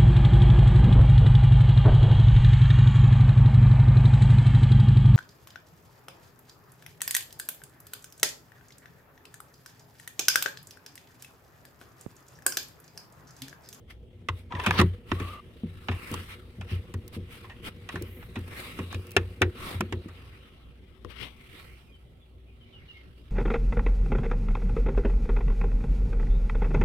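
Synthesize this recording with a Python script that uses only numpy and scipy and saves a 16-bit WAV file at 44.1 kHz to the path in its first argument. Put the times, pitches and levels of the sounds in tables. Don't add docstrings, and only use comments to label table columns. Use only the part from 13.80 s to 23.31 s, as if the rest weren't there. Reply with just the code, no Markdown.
import sys
import numpy as np
from scipy import signal
from scipy.io import wavfile
from scipy.ndimage import uniform_filter1d

SR = 44100
rng = np.random.default_rng(int(sys.argv[2]) if len(sys.argv) > 2 else 0)


def pcm_store(signal):
    levels = np.round(np.clip(np.atleast_2d(signal), -1, 1) * 32767)
    wavfile.write(sys.argv[1], SR, levels.astype(np.int16).T)


N = 419391


def gain_of(db):
    return 10 ** (np.asarray(db) / 20)


def evened(x):
    return x / np.sqrt(np.mean(x ** 2) + 1e-20)


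def add(mix, start, sound):
    part = mix[..., round(start * SR):][..., :sound.shape[-1]]
    part += sound[..., :part.shape[-1]]


def ring(x, modes):
    return sum((-1) ** k * gain_of(db) * signal.lfilter(*signal.iirpeak(hz, hz / width, SR), x)
               for k, (hz, width, db) in enumerate(modes))


def grainy(spread_db, size):
    return evened(gain_of(spread_db * evened(uniform_filter1d(rng.standard_normal(N), size=size))))


# f/Hz, likeness from 0 to 1
LIKENESS = [(100, 0.86), (300, 0.81), (700, 0.16), (3000, 0.0078)]
def noise(spectrum, patchy_db, size=10):
    log_hz = np.log(np.fft.rfftfreq(1024, 1 / SR) + 1)
    def curve(points):
        hz, values = np.transpose(points)
        return np.interp(log_hz, np.log(hz + 1), values)[:, None]
    a, b, c, d, patches = rng.standard_normal((N // 256 + 5, 513, 5)).T
    patches = evened(uniform_filter1d(uniform_filter1d(patches, size, axis=0), size, axis=1))
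    alike = curve(LIKENESS)
    left = a + 1j * b
    right = alike * left + np.sqrt(1 - alike ** 2) * (c + 1j * d)
    shaped = np.array([left, right]) * gain_of(curve(spectrum) + patchy_db * patches)
    return evened(signal.istft(shaped, nperseg=1024, noverlap=768)[1][:, :N])


# f/Hz, relative level/dB
OUTDOOR_SPECTRUM = [(22, -42.5), (45, -6), (65, 6.5), (130, -10), (500, -20), (900, -32), (1600, -70.5),
                    (3200, -31.5), (4600, -52.5), (16000, -56)]
# f/Hz, filter width/Hz, level/dB
HUM_TONES = [(59.88, 3.1, -55.5), (237, 3.3, -68), (378.6, 14, -70)]
def outdoors():
    hum = 0
    for hz, width, db in HUM_TONES:
        band = [(hz, width, 0)]
        hum += gain_of(db) * evened(ring(ring(rng.standard_normal(N), band), band))
    return gain_of(-53.5) * noise(OUTDOOR_SPECTRUM, patchy_db=2.5) + hum


# t/s, level/dB, f/Hz
BIRD_NOTES = [(8.075, -63, 2430), (8.113, -61, 3120), (8.399, -64.5, 3420), (8.665, -65, 2465),
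              (8.797, -60.5, 3030), (8.848, -62, 2275), (8.924, -52, 2920), (8.98, -59.5, 2170),
              (9.076, -48, 2840), (9.132, -53, 2146)]
def bird():
    note_s, flat_hz, droop = 0.062, 1906, 0.364
    out, t = np.zeros((2, N)), np.arange(0, note_s, 1 / SR)
    for start, db, hz in BIRD_NOTES:
        waver = 0.01 * evened(uniform_filter1d(rng.standard_normal((2, len(t))), size=100))
        pitch = hz * (1 + waver) - droop * (hz - flat_hz) * (np.sqrt(t / note_s) - .7)
        cycles = np.cumsum(pitch, axis=1) / SR + rng.random((2, 1))
        add(out, start, gain_of(db) * np.sin(2 * np.pi * cycles) * signal.windows.tukey(len(t), .6))
    echoes = rng.standard_normal((2, 4000)) * gain_of(-60 * np.arange(4000) / SR / 0.18)
    return out + gain_of(-29.5) * signal.oaconvolve(out, echoes, axes=1)[:, :N]


# t/s, length/s, level/dB
FAINT_HIGH_HISS = [(4.201, 0.31, -59)]
def faint_hiss():
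    out, band = np.zeros((2, N)), [(13000, 4600, 0)]
    for start, length, db in FAINT_HIGH_HISS:
        size = round(length * SR)
        hiss = evened(ring(ring(rng.standard_normal((2, SR // 2)), band), band))
        hiss *= grainy(1.5, size=200)[:SR // 2]
        add(out, start, gain_of(db) * np.hanning(size) ** .5 * hiss[:, :size])
    return out


# t/s, level/dB
LIGHT_TOUCH = [(0, -75.5), (1.8, -59.5), (6.1, -60), (7, -79.5), (9.51, -64.5)]
# peak t/s, swell/s, fade/s, level/dB, relative hiss/dB,
# shape (1 is pointed, 5 is flat with sudden ends)
HAND_STROKES = [(0.106, 0.022, 0.041, -45, -14, 0.77), (0.59, 0.094, 0.056, -54, -9, 1.3),
                (0.898, 0.17, 0.25, -40.5, -15, 1.7), (1, 0.049, 0.0091, -16, -27, 0.65),
                (1.429, 0.17, 0.16, -47, -13, 6.6), (2.33, 0.37, 0.29, -42.5, -10, 1.27),
                (2.536, 0.068, 0.021, -46, -13.5, 5), (2.929, 0.077, 0.081, -42.5, -17, 1.8),
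                (3.351, 0.03, 0.03, -46, -11, 3.9), (3.527, 0.04, 0.2, -44.5, -11.5, 1.2),
                (3.874, 0.047, 0.028, -37, -11.5, 2), (4.128, 0.1, 0.22, -40, -15, 0.57),
                (4.799, 0.17, 0.39, -33.5, -10, 0.38), (5.12, 0.02, 0.057, -42, -22, 3.9),
                (5.889, 0.15, 0.12, -36.5, -12.5, 2), (6.42, 0.81, 0.87, -54.5, -16, 1.17),
                (7.304, 0.022, 0.05, -50, -16, 1.3), (7.438, 0.093, 0.075, -39, -18.5, 1.14),
                (7.8, 0.56, 0.39, -47, -12.5, 0.62), (9.118, 0.39, 0.2, -60.5, -43, 3.7)]
def stroke_levels():
    drop_db = 20.5
    t = np.arange(N) / SR
    rub_power = gain_of(np.interp(t, *np.transpose(LIGHT_TOUCH))) ** 2
    hiss_power = rub_power * gain_of(-13.5) ** 2
    for peak, swell, fade, db, hiss_db, shape in HAND_STROKES:
        near = slice(max(round((peak - 3 * swell) * SR), 0), round((peak + 3 * fade) * SR))
        away = np.where(t[near] < peak, (peak - t[near]) / swell, (t[near] - peak) / fade)
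        power = gain_of(db - drop_db * away ** shape) ** 2
        rub_power[near] += power
        hiss_power[near] += power * gain_of(hiss_db) ** 2
    return np.sqrt(rub_power), np.sqrt(hiss_power)


# t/s, level/dB
CLEAR_SNAPS = [(2.315, -33), (3.279, -37), (4.223, -32), (4.591, -44), (5.269, -42), (5.292, -58),
               (5.308, -40), (5.317, -35)]
def skin_snaps():
    grit_db, grit_per_s = -15, 48
    kicks = np.zeros(N)
    times, db = np.transpose(CLEAR_SNAPS)
    kicks[np.round(times * SR).astype(int)] = gain_of(db)
    rub_level, _ = stroke_levels()
    grit = rub_level * gain_of(grit_db + 4.7 * np.minimum(rng.exponential(1, N), 2))
    kicks += grit * (rng.random(N) < grit_per_s / SR)
    snaps = rng.standard_normal((8, 2, 400)) * gain_of(-60 * np.arange(400) / SR / 0.016)
    snaps = signal.lfilter(*signal.butter(1, 3000, "high", fs=SR), snaps)
    choice = rng.integers(0, len(snaps), N)
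    return sum(signal.oaconvolve((kicks * (choice == k))[None], snap, axes=1)[:, :N]
               for k, snap in enumerate(snaps))


# f/Hz, relative level/dB
RUB_SPECTRUM = [(410, -9), (700, -17.5), (1110, -12.5), (2000, -10.5), (2580, -6), (6000, -27),
                (13200, -120)]
HISS_SPECTRUM = [(2940, -43), (5000, -14.5), (8620, 5), (13900, 1.5), (16000, -5)]
def rubbing():
    rub_level, hiss_level = stroke_levels()
    rub = noise(RUB_SPECTRUM, patchy_db=2.6, size=16)
    rub = evened(rub + gain_of(-5.5) * evened(ring(rub, COVER_MODES)))
    hiss = noise(HISS_SPECTRUM, patchy_db=.8) * gain_of([[-1.2], [1.2]])
    return grainy(1.5, size=500) * (rub_level * rub + hiss_level * hiss)


# t/s, level/dB
SHAKE_LEVELS = [(0.0, -59), (1.06, -47.5), (1.19, -53.5), (6.16, -47), (6.64, -63.5), (9.5, -85.5)]
def shaking():
    jiggle = rng.standard_normal(N)
    air = evened(ring(jiggle, CONSOLE_AIR_MODES))
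    walls = evened(ring(jiggle * grainy(4.3, size=600), WALL_MODES))
    level = gain_of(np.interp(np.arange(N) / SR, *np.transpose(SHAKE_LEVELS)))
    return level * (air + gain_of(-3.5) * walls)


def dulled(x):
    return signal.lfilter(*signal.butter(2, 4300, fs=SR), x)


# t/s, length/s, level/dB,
# pitch factor at the start, pitch factor at the end, roughness/dB, whistle boost/dB
RIM_SCRAPES = [(0.699, 0.35, -37.5, 0.9, 0.9, 4, 3), (1.337, 0.275, -45.5, 1.03, 1.11, -1, 10)]
def scrapes():
    out, size_limit = np.zeros((2, N)), SR // 2
    held_modes = np.array(COVER_MODES) * [1, 3.5, 1]
    for start, length, db, first, last, rough_db, whistle_db in RIM_SCRAPES:
        size = round(length * SR)
        slips, other = rng.standard_normal((2, size_limit)) * grainy(rough_db, size=500)[:size_limit]
        grind = dulled(ring(np.array([slips, 0.57 * slips + .5 * other]), held_modes))
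        whistle = gain_of(whistle_db) * ring(grind, COVER_MODES[1::4])
        low_rasp = gain_of(5.0) * ring(slips, [(450, 160, 0.014)])
        grind = evened(grind + whistle + low_rasp)
        speed = np.linspace(first, last, size) * grainy(0.15, size=1500)[:size]
        bent = np.array([np.interp(np.cumsum(speed), np.arange(size_limit), side) for side in grind])
        add(out, start, gain_of(db) * signal.windows.tukey(size, .15) * bent)
    return out


# f/Hz, width/Hz, level/dB
CONSOLE_AIR_MODES = [(58.4, 2.8, -10.5), (89.9, 5.9, 2), (117.6, 14, -7)]
WALL_MODES = [(164.4, 9.4, 4), (230, 39.7, 0), (362, 17.3, 2), (479.3, 30, -1)]
# t/s, boom level/dB, knock level/dB, time until damped/s, knock f/Hz
PUSHES = [(0.49, -28.5, -41, 0.075, 320), (0.739, -31, -34, 0.084, 197), (0.872, -25.5, -21.5, 0.14, 189),
          (0.993, -17, -13.5, 0.16, 184), (1.018, -25.5, -20, 0.11, 322), (1.318, -26.5, -23.5, 0.079, 272),
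          (1.404, -29, -28, 0.22, 272), (1.835, -37.5, -26, 0.19, 208), (2.09, -24.5, -29.5, 0.077, 237),
          (2.314, -31, -30.5, 0.13, 299), (2.785, -33.5, -37.5, 0.19, 193), (2.916, -24.5, -32, 0.089, 167),
          (3.142, -27.5, -33.5, 0.047, 222), (3.366, -34, -31.5, 0.13, 215),
          (4.142, -33.5, -30.5, 0.22, 242), (4.214, -31.5, -31.5, 0.27, 356),
          (4.568, -32.5, -31, 0.14, 234), (4.99, -32.5, -29, 0.17, 282), (5.142, -29.5, -37, 0.066, 300),
          (5.365, -25, -18, 0.26, 387), (5.614, -21.5, -18.5, 0.077, 366),
          (5.945, -29.5, -39.5, 0.084, 200), (6.006, -31, -24.5, 0.34, 210), (6.124, -28, -29, 0.079, 338),
          (6.259, -43.5, -33, 0.078, 248), (7.248, -47, -39, 0.048, 420)]
def thumps():
    out, t = np.zeros(N), np.arange(SR // 3) / SR
    boom = ring(t * np.exp(-t / 0.0014), CONSOLE_AIR_MODES) * (1 - np.exp(-t / 0.024))
    for start, boom_db, knock_db, hold, knock_hz in PUSHES:
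        damped = boom / abs(boom).max() * gain_of(-60 * np.maximum(t - hold, 0) / 0.061)
        scuff = np.exp(-t / 0.026) * rng.standard_normal(len(t))
        walls = gain_of(-16.5) * scuff + ring(scuff, np.array(WALL_MODES) * [1, 1.8, 1])
        knock = ring(walls, [(knock_hz, 170, 0)])
        knock = signal.lfilter(*signal.butter(2, 650, fs=SR), knock)
        thud = ring(t * np.exp(-t / 0.00058), [(knock_hz, 60, 0)])
        knock = knock / abs(knock).max() + gain_of(3.0) * thud / abs(thud).max()
        add(out, start, gain_of(boom_db) * damped + gain_of(knock_db) * knock / abs(knock).max())
    return np.sqrt(2) * np.array([out, np.roll(out, shift=6)])


def loudest(x):
    return np.sqrt(uniform_filter1d((x ** 2).mean(0), size=180).max())


# f/Hz, width/Hz, level/dB
COVER_MODES = [(830, 18, -18), (1100, 46.3, 7.5), (1324, 44, 1), (1873, 28, 6), (2077, 52, -5),
               (2572, 93, 0), (3870, 120, -8.5)]
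# t/s, level/dB, relative tick level/dB, chatter fade time/s (to 60 dB down)
COVER_CLACKS = [(0.486, -22, -22.5, 0.036), (0.722, -33, -50, 0.043), (0.75, -35, -43, 0.038),
                (0.798, -30, -23, 0.035), (0.836, -32, -16, 0.23), (0.862, -19.5, -14.5, 0.1),
                (0.908, -17, -20, 0.015), (0.988, -20.5, -18, 0.064), (1, -18.5, -15, 0.055),
                (1.013, -20.5, -9.5, 0.043), (1.316, -22.5, -35, 0.026), (1.398, -35.5, -14, 0.088),
                (2.084, -26.5, -48, 0.054), (2.112, -36, -25, 0.14), (2.34, -31, -4.5, 0.039),
                (2.81, -40.5, -16, 0.062), (3.139, -40.5, -4.5, 0.047), (3.643, -45.5, -28, 0.12),
                (3.695, -44, -30, 0.16), (4.089, -34, -14, 0.049), (4.156, -31, -20, 0.071),
                (4.426, -46.5, -34, 0.042), (4.556, -35.5, -19, 0.097), (4.988, -35, -17, 0.081),
                (5.127, -36.5, -9, 0.023), (5.145, -35, -10.5, 0.026), (5.365, -13.5, -14.5, 0.038),
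                (5.617, -15, -17.5, 0.047), (6.007, -23.5, -11, 0.024), (6.124, -31.5, -15, 0.044),
                (6.284, -48.5, -10, 0.11), (7.247, -41.5, -19.5, 0.0088)]
def clacks():
    out, t = np.zeros((2, N)), np.arange(6000) / SR
    tick_band = signal.butter(1, [3600, 10000], "band", fs=SR)
    treble = signal.butter(2, 1500, "high", fs=SR)
    for start, db, tick_db, fade in COVER_CLACKS:
        left, other = rng.standard_normal((2, len(t)))
        right = left + signal.lfilter(*treble, other - left)
        spot_change = rng.standard_normal((len(COVER_MODES), 3)) * [70, 0, 2.5]
        modes = np.array(COVER_MODES) * [1, 4.5, 1] + spot_change
        rise = 1 - np.exp(-t / fade / 0.0099)
        tail = gain_of(-27.5 - 60 * t / 0.2)
        contacts = np.array([left, right]) * rise * (gain_of(-60 * t / fade) + tail)
        slap = dulled(ring(contacts[0], [(1020, 1310, 0)]))
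        shell = dulled(ring(contacts, modes) + slap)
        tick = signal.lfilter(*tick_band, contacts * gain_of(-60 * t / 0.051))
        add(out, start, gain_of(db) * (shell / loudest(shell) + gain_of(tick_db) * tick / loudest(tick)))
    return np.array([np.roll(out[0], shift=6), out[1]])


# t/s, level of left over right/dB
PERSON_SIDE = [(0, 1), (7, 0.5), (7.344, 17.5), (7.7, -2.5)]
def scene():
    side_db = np.interp(np.arange(N) / SR, *np.transpose(PERSON_SIDE))
    close = thumps() + clacks() + rubbing() + shaking() + scrapes() + faint_hiss() + skin_snaps()
    return gain_of([side_db / 2, -side_db / 2]) * close + bird() + outdoors()


def record(dry):
    lowpass = signal.firwin(511, cutoff=16200, window=("kaiser", 9), fs=SR)
    return signal.oaconvolve(dry, lowpass[None], "same")


dry = scene()
out = record(dry)
pcm_store(out)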